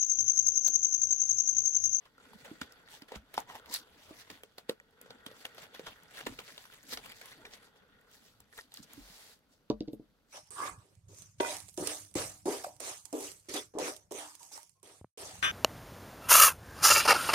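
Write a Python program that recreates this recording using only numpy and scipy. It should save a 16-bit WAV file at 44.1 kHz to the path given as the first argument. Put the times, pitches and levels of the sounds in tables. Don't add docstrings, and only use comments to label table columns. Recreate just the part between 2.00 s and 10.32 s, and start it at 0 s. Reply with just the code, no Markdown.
import sys
import numpy as np
from scipy import signal
from scipy.io import wavfile

SR = 44100
rng = np.random.default_rng(int(sys.argv[2]) if len(sys.argv) > 2 else 0)


def master_out(mix):
    frames = np.transpose(np.atleast_2d(mix))
    ceiling = np.clip(frames, -1, 1)
    pcm = np.round(ceiling * 32767).astype(np.int16)
    wavfile.write(sys.argv[1], SR, pcm)


def makeup_ratio(level_db):
    decades = np.asarray(level_db, float) / 20
    return 10 ** decades


N = 367088

# f/Hz, density/dB per Hz
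HUSH_SPECTRUM = [(15, -29), (25, 0), (144, -3.5), (260, -2), (368, -21.5), (457, -6.5), (1050, -24),
                 (1410, -33), (2700, -30), (4620, -23.5), (9810, -48.5), (11500, -29), (15500, -47)]
HUSH_DB = -74
# f/Hz, likeness/0-1
PORT_LIKENESS = [(60, 0.85), (300, 0.69), (1000, 0.73), (3000, 0.37), (8000, 0.3), (15000, 0.27)]
# f/Hz, width/Hz, lift/dB
PORT_RESONANCES = [(11560, 1250, 8.5), (10330, 78, -9.5), (4520, 3900, 4.5)]
HANDS_LEAD_SAMPLES, DIE_LEAD_SAMPLES = 6, -4
BAND_EDGES_HZ = np.append(25 * 2 ** np.arange(0, 9.3, .4), 16200)
TOP_HZ = 16100
ROOM_T60_S, ROOM_DB, WALL_CUT_HZ = 0.11, -8.5, 7300
DESK_ECHO_S, DESK_ECHO_GAIN = 0.00213, 0.4

# f/Hz, density/dB per Hz
SHAKE_SPECTRUM = [(25, -25.5), (45, -16), (80, -9.5), (140, -5.5), (260, -4.5), (500, -46)]
# t/s, level/dB
SHOVES = [(0.25, -69), (0.52, -80), (0.64, -76), (1.03, -73), (1.17, -59), (1.38, -57), (1.68, -60),
          (2.11, -59), (2.32, -61.5), (3.28, -81), (3.9, -69), (4.29, -52.5), (4.941, -54), (6.41, -74.5),
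          (6.82, -59.5), (6.991, -55.5), (8.1, -75)]
SHOVE_RISE_S, SHOVE_FALL_S, SHAKE_OVER_GRIP_DB = 0.077, 0.13, 3.5
# t/s, level/dB
JOLTS = [
    (1.161, -69),
    (4.27, -59),
    (4.97, -64),
    (6.99, -56),
    (7.71, -51),
    (7.94, -65),
]
STAND_HZ, STAND_T60_S = 44.7, 0.46
# t/s, level/dB, f/Hz
THUDS = [
    (0.621, -56, 77),
    (1.164, -47, 62.5),
    (1.655, -64, 80),
    (3.89, -62, 97),
    (4.33, -67, 110),
    (4.93, -65, 85),
    (6.40, -67, 71),
    (6.976, -63, 110),
    (7.099, -59, 182),
]
THUD_CYCLES = 5.0

# t/s, desk level/dB, tick over desk/dB
LANDINGS = [
    (7.6999, -23, -16.5),
    (7.8061, -31.5, -15),
    (7.8759, -41.5, -24),
    (7.8824, -39, -18),
    (7.931, -37, -24.5),
    (7.9951, -45.5, -35),
    (8.023, -62, -30),
    (8.037, -68, -25.5),
]
# f/Hz, level/dB, t60/s
DESK_MODES = [(119, -5, 0.065), (211.7, -4.5, 0.15), (269, 5, 0.035), (301.4, 9.5, 0.042), (461, 1.5, 0.06),
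              (524, -16, 0.034), (597, -6, 0.072), (714, -5, 0.04), (960, -4, 0.032), (1240, -27, 0.02)]
# f/Hz, level/dB, t60/s
DIE_MODES = [(2730, 7, 0.0025), (3600, -1, 0.0017), (4600, 7, 0.002), (5600, -7.5, 0.0022),
             (7400, -22, .002), (11500, -8, .003)]

# t/s, length/s, level/dB, pipe f/Hz
MOUTH_RUBS = [(0.453, 0.022, -65, 3500), (0.938, 0.027, -55.5, 850), (1.504, 0.047, -51, 980),
              (1.555, 0.039, -49.5, 916), (1.707, 0.051, -55.5, 960), (1.738, 0.031, -61, 4600),
              (3.874, 0.017, -44, 1640), (4.188, 0.028, -51, 1860), (5.107, 0.044, -54, 2320),
              (5.254, 0.043, -60.5, 1050), (5.322, 0.015, -52, 1940), (5.397, 0.073, -62, 322),
              (5.458, 0.11, -61, 454), (2.108, 0.055, -59, 576), (4.274, 0.011, -42.5, 905),
              (5.461, 0.018, -51, 1830), (5.54, 0.023, -55, 2120), (6.589, 0.021, -52, 1840),
              (7.936, 0.03, -68.5, 11500)]
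# t/s, crack peak/dB, tick over crack/dB, thump over crack/dB, thump f/Hz
KNOCKS = [(0.3326, -50.5, -5, 3.5, 870), (0.5119, -54, -7, 18.5, 316), (0.6137, -29.5, -47, -6, 268),
          (1.0191, -43.5, -3, -1.5, 278), (1.1192, -42, -15, 9.5, 890), (1.1412, -44.5, -11, 2, 512),
          (1.1564, -34, -21, -9, 209), (1.3778, -28, -26, 9.5, 820), (1.4027, -48.5, 10, -9, 834),
          (2.106, -48, -12, 7, 306), (2.3011, -33, -14, -18, 274), (2.4335, -45, 1.5, 0, 435),
          (2.582, -37, -2, -5, 694), (2.6935, -30, -3.5, 8, 498), (3.263, -34, -6, -8, 265),
          (3.313, -46, -12, -0.5, 494), (3.5809, -38, -19, -4.5, 620), (3.7939, -37.5, -16, 3.5, 497),
          (4.2648, -31.5, -9, 1, 477), (4.2669, -29.5, -7, -6, 263), (4.6538, -44.5, -5, -6, 870),
          (5.0586, -38, -4, -10.5, 880), (6.7982, -52.5, -6, 9, 260), (6.9751, -57, -8, 16, 276)]
# t/s, crack peak/dB, tick over crack/dB, thump over crack/dB
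CREASES = [(0.0547, -48, -18, -14), (0.18, -58, -19, 1), (0.448, -47, -3, -27), (0.7223, -57, 10.5, -28),
           (1.084, -47, -8, -16), (1.341, -33.5, -2, -35), (1.6585, -43, -5, -28), (1.7399, -46.5, 26, -39),
           (3.0138, -48.5, 8, -9), (3.0597, -50, -18, -0.5), (3.1044, -41, -15, -5), (3.4514, -32, -9, -45),
           (3.7475, -41, -23, -9), (3.867, -33.5, -17, -34), (4.033, -62.5, 14, -26),
           (4.206, -35, -14, -13), (4.389, -32.5, -15, -10.5), (4.579, -39.5, -10, -36),
           (4.925, -36.5, -21, -4.5), (4.9726, -31, -31, -40), (5.1182, -44.5, 0, -41),
           (5.2134, -39.5, -9, -18), (5.2574, -41, 0, -37), (5.453, -42, -22, -23), (5.682, -55, -10, -7),
           (6.403, -51, 5, -24), (6.528, -52, -16, -32), (6.577, -39, -2.5, -17), (6.74, -47, 9, -33),
           (6.9333, -45, 6, -24)]
# t/s, crack peak/dB
EDGE_TICKS = [(0.907, -50), (2.908, -61), (3.547, -50), (4.11, -56), (4.7378, -47), (4.82, -61),
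              (4.834, -49), (4.99, -52), (5.05, -50), (5.465, -51), (3.6, -58), (3.64, -61), (1.554, -58),
              (0.46, -53), (5.096, -44.5), (6.011, -60), (6.114, -52), (6.7202, -52), (6.774, -45.5),
              (6.844, -55), (7.39, -62)]
EDGE_TICK_BRIGHT_DB, EDGE_TICK_THUMP_DB = -1.5, -22
POCKET_HZ, CENTRE_HZ, LEFT_DB_PER_OCTAVE = 470, 560, 3.5
# t/s, peak/dB, f/Hz
CRINKLES = [(0.1808, -45, 1390), (0.2009, -45.5, 1400), (0.2293, -63, 2760), (0.2542, -51, 3470),
            (0.6162, -28, 1450), (0.876, -47, 1770), (0.8866, -41, 3520), (1.092, -45, 1730),
            (1.1203, -36, 2100), (1.3426, -43, 4230), (1.3683, -39, 5340), (1.3795, -45, 4660),
            (1.4797, -61, 2950), (1.4992, -39, 1210), (1.5418, -51, 1660), (1.732, -32, 4330),
            (1.743, -32, 4610), (1.7507, -33, 4570), (2.2791, -62, 4220), (2.2998, -47, 3060),
            (2.435, -36, 3230), (2.5833, -37, 4440), (2.6953, -22, 3840), (3.1066, -42, 4380),
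            (3.2644, -33, 3230), (3.4532, -26, 3000), (3.5807, -44, 3270), (3.7223, -55, 1940),
            (3.795, -41, 3470), (3.871, -34.5, 1290), (3.9309, -46, 3080), (4.0253, -53, 3080),
            (4.0571, -50, 3080), (4.0825, -55, 5300), (4.1417, -57, 2890), (4.172, -39, 4370),
            (4.2106, -33, 2780), (4.2537, -43, 4390), (4.2681, -25, 1980), (4.3893, -56, 4050),
            (4.5789, -34, 3730), (4.654, -47, 2020), (4.8666, -56, 3730), (4.9275, -41, 2930),
            (4.9741, -39, 5870), (5.039, -40.5, 2280), (5.1202, -40, 3150), (5.452, -38.5, 2350),
            (5.5281, -49, 2130), (6.527, -47, 1770), (6.5797, -45, 3730), (6.5888, -33, 1870),
            (6.5952, -40, 1840), (6.6105, -43, 4820), (6.7198, -43, 3980), (6.742, -40.5, 7500),
            (6.748, -43, 4590), (6.772, -35.5, 4760),
            (0.723, -45, 4900), (1.021, -42, 4800), (1.4025, -39, 7040), (2.0923, -41.5, 950),
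          (3.314, -48, 2700), (4.2685, -29.5, 1020), (4.389, -37, 2700), (5.2148, -48, 1500),
          (5.258, -57, 1050), (6.535, -47, 1700), (2.697, -32, 1900), (1.3795, -35, 1800),
          (1.3795, -39, 2750), (0.617, -37, 2650), (0.617, -36, 3500), (0.24, -55, 410), (0.34, -54, 210),
          (2.8, -40, 1950), (2.811, -58, 550), (1.121, -36, 520), (1.124, -41, 300), (4.3895, -38, 1500),
          (4.3895, -41, 3200), (4.58, -47, 1010), (4.93, -42.5, 360), (4.975, -42, 1500), (4.268, -35, 400),
          (3.88, -37, 1160), (1.5, -43, 2050), (4.7, -47, 1530), (1.385, -39, 270), (2.699, -33, 446),
          (0.29, -56, 3600), (0.47, -52, 1250), (3.21, -55, 2000), (3.415, -52, 1750), (3.61, -48, 1270),
          (3.63, -50, 3900), (3.92, -59, 1000), (3.96, -49, 1700), (4.11, -53, 7500), (4.83, -49, 7300),
          (4.58, -44, 3000), (5.67, -58, 3200), (6.015, -57, 1900)]
CRINKLE_CYCLES, CRINKLE_S, CRINKLE_EDGE_GAIN, CRINKLE_DB = 16, 0.0004, 0.45, -1.5

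# f/Hz, density/dB per Hz
FILM_SPECTRUM = [(180, -19.5), (300, -24), (440, -13.5), (737, -16.5), (842, -14), (1230, -19.5),
                 (1840, -6.5), (2610, -11.5), (4520, -6.5), (6620, -13.5), (7950, -8.5), (11700, -20),
                 (16000, -12.5)]
# t/s, pressure as rustle/dB, speed as brightness/dB
GRIP = [(0.0, -82, -2), (0.16, -82, -7), (0.25, -71.5, -1), (0.55, -71, 0.5), (0.8, -73, -5),
        (1.05, -82.5, -13), (1.3, -74.5, -5), (1.62, -74, -13), (2.5, -78, -5), (2.92, -84, -6.5),
        (3.04, -74, -7), (3.55, -73, -5.5), (4.05, -73, -4), (4.32, -76, 1.5), (5.52, -71, -2),
        (5.74, -78, -9.5), (6.4, -81.5, -6), (8.25, -89, -11)]
# peak t/s, rise/s, fall/s, rustle/dB, brightness/dB
STROKES = [(0.06, 0.28, 0.077, -75.5, -8), (0.452, 0.023, 0.12, -60.5, -11.5),
           (0.94, 0.11, 0.13, -63.5, 1.5), (1.09, 0.03, 0.086, -70.5, -0.5),
           (1.159, 0.077, 0.021, -57, -12.5), (1.38, 0.065, 0.079, -63, 2), (1.501, 0.041, 0.13, -65, 1),
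           (1.556, 0.034, 0.089, -61, -0.5), (1.748, 0.059, 0.062, -48.5, 6),
           (2.215, 0.18, 0.04, -63.5, 2.5), (3.639, 0.16, 0.061, -60, -2), (3.75, 0.029, 0.12, -60.5, -3.5),
           (3.878, 0.11, 0.16, -61, -2.5), (4.183, 0.11, 0.11, -56, -3.5), (4.5, 0.29, 0.18, -64, 0.5),
           (4.935, 0.076, 0.046, -52, 4), (5.06, 0.14, 0.13, -64.5, -2), (5.321, 0.42, 0.072, -65, 1),
           (6.14, 0.072, 0.22, -75, 8.5), (6.587, 0.095, 0.1, -64.5, 3), (6.762, 0.078, 0.14, -69.5, 7),
           (7.53, 0.073, 0.13, -89.5, 13), (8.32, 0.066, .1, -77, 5.5)]
# peak t/s, half length/s, rustle/dB, brightness/dB
BRUSHES = [(0.237, 0.042, -76, 0), (0.4, 0.099, -82, 12), (2.056, 0.44, -69.5, 0.5),
           (2.329, 0.13, -67, 0.5), (3.406, 0.14, -66.5, 1.5), (4.327, 0.11, -65, -1.5),
           (4.741, 0.1, -66.5, -0.5), (5.167, 0.066, -80, 18), (5.544, 0.074, -61.5, -2),
           (5.652, 0.083, -82, 12.5), (6.254, 0.23, -75, 3.5), (5.776, 0.057, -84, 8),
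           (4.618, 0.18, -67.5, 1.5), (6.832, 0.017, -72.5, 13.5), (6.92, 0.13, -64.5, -3.5)]
STROKE_SWELL_DB = 24
FLUTTER_DB, FLUTTER_DB_PER_BRIGHT_DB, GRIP_FLUTTER_DB = -4.5, -0.6, -1.5
GLIDE_START_S, GLIDE_FASTEST_S, GLIDE_END_S, GLIDE_EDGE_S = 6.86, 7.175, 7.42, 0.088
GLIDE_DB, GLIDE_BRIGHT_DB, GLIDE_FLUTTER_DB, GLIDE_ARCH_DB_PER_S2 = -67.5, 5, -1.5, 111
PUFF_HISS_DB, PUFF_CRINKLE_DB, PUFF_FLUTTER_DB = -26.5, -25.5, -22.5
PUFF_RISE_S, PUFF_FALL_S = 0.0088, 0.047
CRACKLES_PER_S, CRACKLE_DB, CRACKLE_CYCLES = 220, -7, 45
# f/Hz, width/Hz, lift/dB
HOLLOW_MODES = [(456, 70, 11), (870, 100, 4), (1450, 160, 10.5), (1880, 66, 9), (3390, 180, 4.5),
                (4480, 120, 6.5)]
# t/s, share/0-1.5
OPENING = [(0.0, .5), (0.2, 1), (0.9, 1.1), (1.2, 0.38), (2.6, 0.43), (2.85, 1.14), (3.6, 1.16), (3.9, 0.7),
           (5.3, 0.55), (5.6, 0.84), (6.1, 0.8), (6.3, 0.12), (8.3, 0.13)]


def rms_one(x):
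    return x / np.sqrt(np.mean(x ** 2) + 1e-20)


def peak_one(x):
    return x / np.abs(x).max()


def in_time(table):
    s, *columns = np.transpose(table)
    return [np.interp(np.arange(N) / SR, s, c) for c in columns]


def at_hz(points, hz):
    point_hz, value = np.transpose(points)
    return np.interp(np.log(hz), np.log(point_hz), value)


def band(x, low_hz, high_hz):
    return signal.sosfilt(signal.butter(2, [low_hz, high_hz], "band", fs=SR, output="sos"), x)


def drift(rate_hz):
    r = np.exp(-80 * np.pi * rate_hz / SR)
    slow = signal.lfilter([1], [1, -2 * r, r * r], rng.standard_normal(N // 40 + 2002))[2000:]
    return np.interp(np.arange(N) / 40, np.arange(len(slow)), rms_one(slow))


def ring(clicks, hz, t60_s):
    r, w = makeup_ratio(-60 / (t60_s * SR)), 2 * np.pi * hz / SR
    return signal.lfilter([0, np.sin(w)], [1, -2 * r * np.cos(w), r * r], clicks + 1e-18)


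def ports(pair, lead_samples):
    return np.array([np.roll(pair[0], -lead_samples // 2), np.roll(pair[1], lead_samples // 2)])


def coloured(source, spectrum, low_hz, high_hz, patchy_db, likeness_scale):
    out = 0
    for k, (low, high) in enumerate(zip(BAND_EDGES_HZ, BAND_EDGES_HZ[1:])):
        hz = np.sqrt(low * high)
        if low_hz <= hz < high_hz:
            mid, side = band(source[k % 2], low, high)
            alike = np.clip(likeness_scale * at_hz(PORT_LIKENESS, hz), 0, 1)
            gain = makeup_ratio(at_hz(spectrum, hz) + patchy_db * drift(16.5))
            out = out + gain * (np.sqrt(1 + alike) * mid + np.sqrt(1 - alike) * side * [[1], [-1]])
    return rms_one(out)


def swells(peak_s, rise_s, fall_s, *levels_db):
    t = np.arange(0, N + 64, 64) / SR - np.reshape(peak_s, (-1, 1))
    away = np.where(t < 0, -t / np.reshape(rise_s, (-1, 1)), t / np.reshape(fall_s, (-1, 1)))
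    power = makeup_ratio(-2 * STROKE_SWELL_DB * np.minimum(away, 9))
    gains = [np.sqrt(makeup_ratio(2 * db) @ power) for db in levels_db]
    return [np.interp(np.arange(N) / 64, np.arange(t.shape[1]), g) for g in gains]


def hush():
    white = rng.standard_normal((2, 2, N))
    return makeup_ratio(HUSH_DB) * coloured(white, HUSH_SPECTRUM, 25, 17000, patchy_db=0.2, likeness_scale=0.96)


def room(x):
    out, dull = np.zeros((2, N)), np.exp(-2 * np.pi * WALL_CUT_HZ / SR)
    lags = (rng.uniform(0.008, 0.022, 8) * SR).astype(int)
    for k, lag in enumerate(lags):
        loop, gain, state = x.copy(), makeup_ratio(-60 * lag / SR / ROOM_T60_S), [0.]
        for i in range(lag, N, lag):
            back, state = signal.lfilter([gain * (1 - dull)], [1, -dull], loop[i - lag:i], zi=state)
            loop[i:i + lag] += back[:N - i]
        out[k % 2] += (loop - x) * (-1) ** (k // 2)
    return out


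def desk_echo(x):
    lag = round(DESK_ECHO_S * SR)
    return x + DESK_ECHO_GAIN * np.roll(x, lag, axis=1) + DESK_ECHO_GAIN ** 2 * np.roll(x, 2 * lag, axis=1)


def desk_shake():
    s, db = np.transpose(SHOVES)
    grip = makeup_ratio(in_time(GRIP)[0] + SHAKE_OVER_GRIP_DB)
    shoves = swells(s, SHOVE_RISE_S, SHOVE_FALL_S, db)[0]
    white = rng.standard_normal((2, 2, N))
    rumble = coloured(white, SHAKE_SPECTRUM, 25, 300, patchy_db=7.0, likeness_scale=1.0)
    return np.hypot(grip, shoves) * rumble


def stand_sway():
    clicks = np.zeros(N)
    for s, db in JOLTS:
        clicks[round(s * SR)] = makeup_ratio(db + 3.5)
    return band(ring(clicks, STAND_HZ, STAND_T60_S), 30, 65)


def thuds(size=8192):
    out, click = np.zeros(N), 1.0 * (np.arange(size) == 0)
    for s, db, hz in THUDS:
        at, t60_s = round(s * SR), THUD_CYCLES / hz
        push = ring(ring(click, hz, t60_s), hz, t60_s)
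        out[at:at + size] += makeup_ratio(db) * peak_one(push)
    return out


def desk_bend(grain, chance_db, contact_hz, t):
    desk = 3.8 * band(grain * np.exp(-t / 0.0091), 350, 1120)
    for k, (hz, level_db, t60_s) in enumerate(DESK_MODES):
        arrival = int(.012 / np.sqrt(hz) * SR)
        blow = makeup_ratio(level_db + chance_db[k]) * (np.arange(len(t)) == arrival)
        desk += ring(blow, hz * (1 + 0.016 * chance_db[k - 1]), 1.46 * t60_s) * (-1) ** (k // 2)
    return peak_one(signal.sosfilt(signal.butter(6, contact_hz, fs=SR, output="sos"), desk))


def die_tick(grit, contact_hz, t):
    rattle = 3.6 * (t == 0) + grit * (np.exp(-t / 0.0016) + 0.094 * np.exp(-t / 0.0069))
    modes = sum(makeup_ratio(level_db) * ring(rattle, hz, t60_s) for hz, level_db, t60_s in DIE_MODES)
    tick = peak_one(modes) + 1.9 * band(rattle, 2200, 4650)
    return peak_one(band(tick, 1650, np.clip(6.8 * contact_hz, 6500, 11000)))


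def die(size=6144):
    out, t = np.zeros(N + size), np.arange(size) / SR
    luck_db = rng.normal(0, 1.5, (len(LANDINGS), len(DESK_MODES)))
    noise = rng.standard_normal((len(LANDINGS), 2, size))
    for (s, db, tick_db), chance_db, (grain, grit) in zip(LANDINGS, luck_db, noise):
        contact_hz = np.clip(1300 * makeup_ratio(1.1 * (db - LANDINGS[0][1])), 650, 2000)
        desk = desk_bend(grain, chance_db, contact_hz, t)
        tick = die_tick(grit, contact_hz, t)
        at = round(s * SR)
        out[at:at + size] += makeup_ratio(db + 7.0) * (desk + makeup_ratio(tick_db) * tick)
    return out[:N]


def pocket_mouth(size=4096):
    out = np.zeros(N + size)
    grains = .5 + rng.exponential(1, (len(MOUTH_RUBS), size // 32)).repeat(32, axis=1)
    grit = rng.standard_normal((len(MOUTH_RUBS), size)) * grains
    for (s, length_s, db, hz), n in zip(MOUTH_RUBS, grit):
        swell = np.exp(-((np.arange(size) - size / 2) / (SR * length_s / 2)) ** 2)
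        pipe = 0
        for k in range(3):
            pipe = pipe + makeup_ratio(-7.0 * k) * (hz * k < 6000) * ring(n, min(hz * (k + 1), 15000), 16.0 / hz)
        at = round(s * SR) - size // 2
        out[at:at + size] += makeup_ratio(db) * swell * rms_one(pipe)
    return out[:N]


def crinkles(size=1024):
    out, rows = np.zeros((2, N + size)), CRINKLES
    noise = rng.standard_normal((len(rows), 3, size))
    bursts = (noise[:, :1] + 0.51 * noise[:, 1:]) * np.exp(-np.arange(size) / SR / CRINKLE_S)
    for (s, db, hz), burst, edge in zip(rows, bursts, band(bursts, 1500, 9000)):
        patch, at = ring(burst, hz, CRINKLE_CYCLES / hz), round(s * SR)
        edge_gain = CRINKLE_EDGE_GAIN * min(hz / 1500, 1) ** 2
        out[:, at:at + size] += makeup_ratio(db + CRINKLE_DB) * (peak_one(patch) + edge_gain * peak_one(edge))
    return out[:, :N]


def snap_rows():
    rows = KNOCKS + [(*row, POCKET_HZ) for row in CREASES]
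    rows += [(*row, EDGE_TICK_BRIGHT_DB, EDGE_TICK_THUMP_DB, POCKET_HZ) for row in EDGE_TICKS]
    return [(*row, LEFT_DB_PER_OCTAVE * np.log2(row[-1] / CENTRE_HZ)) for row in rows]


def pocket_thump(hz, upper_chance, lower_chance, t):
    push = ring(1.0 * (t == 0), hz, 0.37 / hz)
    upper_hz, lower_hz = hz * (1.3 + 1.1 * upper_chance), hz * (0.6 + 0.65 * lower_chance)
    thump = ring(push, hz, 10.0 / hz)
    thump = thump + 0.13 * ring(push, upper_hz, 10.0 / hz)
    thump = thump - 2.13 * ring(push, lower_hz, 1.8 / hz)
    return band(thump, 0.34 * hz, 1.8 * hz)


def snaps(size=2048):
    out, t = np.zeros((2, N + size)), np.arange(size) / SR
    rows = snap_rows()
    noise, chance = rng.standard_normal((len(rows), 3, size)), rng.random((len(rows), 3))
    burst = noise[:, :1] * np.exp(-t / (0.00058 + 0.0037 * chance[:, :1, None]))
    scatter = 0.47 * noise[:, 1:] * np.exp(-t / 0.004)
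    shaken = (1 - np.exp(-t / 0.00032)) * (burst + scatter)
    cracks = band(shaken, 700, 4500)
    ticks = band(shaken * np.exp(-t / 0.004), 5000, 16000)
    for (s, db, tick_db, thump_db, hz, pan_db), crack, tick, (_, upper, lower) in zip(rows, cracks, ticks, chance):
        thump = pocket_thump(hz, upper, lower, t)
        sound = makeup_ratio(-3.0) * peak_one(crack)
        sound = sound + makeup_ratio(np.minimum(tick_db, -15.5 - db)) * peak_one(tick)
        sound = sound + makeup_ratio(thump_db) * peak_one(thump)
        at = round(s * SR)
        out[:, at:at + size] += makeup_ratio(db) * sound * makeup_ratio(np.clip(pan_db, -6, 6) * np.array([[.5], [-.5]]))
    return out[:, :N]


def effort():
    t = np.arange(N) / SR
    grip_db, speed_db = in_time(GRIP)
    grip = makeup_ratio(grip_db + [speed_db, 0 * t, GRIP_FLUTTER_DB + FLUTTER_DB_PER_BRIGHT_DB * speed_db])

    edge = np.minimum(np.minimum(t - GLIDE_START_S, GLIDE_END_S - t) / GLIDE_EDGE_S - 1, 0)
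    arch_db = GLIDE_DB - GLIDE_ARCH_DB_PER_S2 * (t - GLIDE_FASTEST_S) ** 2
    glide = makeup_ratio(arch_db + STROKE_SWELL_DB * np.maximum(edge, -9))
    sleeve = glide * makeup_ratio([[GLIDE_BRIGHT_DB], [0], [GLIDE_FLUTTER_DB]])

    brushes = [(s, half_s, half_s, *rest) for s, half_s, *rest in BRUSHES]
    s, rise_s, fall_s, db, bright_db = np.transpose(STROKES + brushes)
    flutter_db = db + FLUTTER_DB + FLUTTER_DB_PER_BRIGHT_DB * bright_db
    strokes = swells(s, rise_s, fall_s, db + bright_db, db, flutter_db)

    s, db = np.transpose(snap_rows())[:2]
    puffs = swells(s + 0.0012, PUFF_RISE_S, PUFF_FALL_S,
                   db + PUFF_HISS_DB, db + PUFF_CRINKLE_DB, db + PUFF_FLUTTER_DB)
    return np.sqrt(grip ** 2 + sleeve ** 2 + np.square(strokes) + np.square(puffs))


def slips(per_s, spread_db, clump_db, smooth):
    born = rng.random(N) < per_s * makeup_ratio(clump_db * drift(40.0)) / SR
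    sizes = makeup_ratio(spread_db * np.minimum(rng.exponential(1, N), 5)) * born
    felt = rms_one(signal.lfilter([1], [1, -.9], sizes))
    return rng.standard_normal((2, 2, N)) * (smooth + felt)


def crackle(rustle_gain, count=9):
    born = rng.random(N) < CRACKLES_PER_S * makeup_ratio(4.0 * drift(8.0)) / SR
    sizes = makeup_ratio(5.5 * np.minimum(rng.exponential(1, N), 4)) * born
    dealt = rng.integers(0, count, N)
    rings = 0
    for k, hz in enumerate(np.geomspace(1050, 7500, count)):
        rings = rings + ring(sizes * (dealt == k), hz, CRACKLE_CYCLES / hz)
    return makeup_ratio(CRACKLE_DB) * rustle_gain * rms_one(rings) * makeup_ratio([[1.4], [-1.4]])


def hollow(x):
    out = 0
    for hz, width_hz, db in HOLLOW_MODES:
        out = out + (makeup_ratio(db) - 1) * signal.lfilter(*signal.iirpeak(hz, hz / width_hz, fs=SR), x)
    return out


def sliding():
    hiss_gain, crinkle_gain, flutter_gain = effort()
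    t = np.arange(N) / SR
    film = np.where((t > GLIDE_START_S) & (t < GLIDE_END_S), .25, 1)
    rub = slips(per_s=2500, spread_db=3.6 * film, clump_db=2.5 * film, smooth=1.2)
    hiss = coloured(rub, FILM_SPECTRUM, 4000, 17000, patchy_db=2.4 * film, likeness_scale=0.25)
    crinkle = coloured(rub, FILM_SPECTRUM, 1400, 4000, patchy_db=2.1 * film, likeness_scale=0.22)
    flutter = coloured(rub, FILM_SPECTRUM, 250, 1400, patchy_db=1.8 * film, likeness_scale=1.0)
    rubbing = hiss_gain * makeup_ratio(3.5) * hiss + crinkle_gain * makeup_ratio(5.0) * crinkle + flutter_gain * makeup_ratio(5.5) * flutter
    held = np.clip(makeup_ratio(in_time(GRIP)[0]) / crinkle_gain, 0, 1) ** 1.8
    opening = np.clip(in_time(OPENING)[0], 0, 1.5)
    rubbing = (rubbing + held * opening * hollow(rubbing)) * makeup_ratio(-3.5 * held)
    return rubbing + crackle(crinkle_gain * makeup_ratio(5.5 - 5.6 * held) * film ** 2)


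def scene():
    cracks, landings = snaps() + pocket_mouth(), die()
    hands = ports(sliding() + cracks, HANDS_LEAD_SAMPLES)
    sharp = ports(desk_echo(crinkles()), HANDS_LEAD_SAMPLES)
    thrown = ports(landings * makeup_ratio([[-.6], [.6]]), DIE_LEAD_SAMPLES)
    echoes = makeup_ratio(ROOM_DB) * room(cracks.mean(axis=0) + landings)
    return hush() + desk_shake() + stand_sway() + thuds() + echoes + thrown + sharp + hands


def roll_off(x):
    return signal.sosfilt(signal.butter(12, 16800, fs=SR, output="sos"), x)


def record(dry):
    for hz, width_hz, db in PORT_RESONANCES:
        b, a = signal.iirpeak(hz, hz / width_hz, fs=SR)
        dry = dry + (makeup_ratio(db) - 1) * signal.lfilter(b, a, dry)
    mix = dry + makeup_ratio(-84) * band(rng.standard_normal(dry.shape), 5000, 16000)
    mix = signal.sosfilt(signal.cheby2(10, 50, TOP_HZ + 700, fs=SR, output="sos"), mix)
    return roll_off(mix)


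dry = scene()
out = record(dry)
master_out(out)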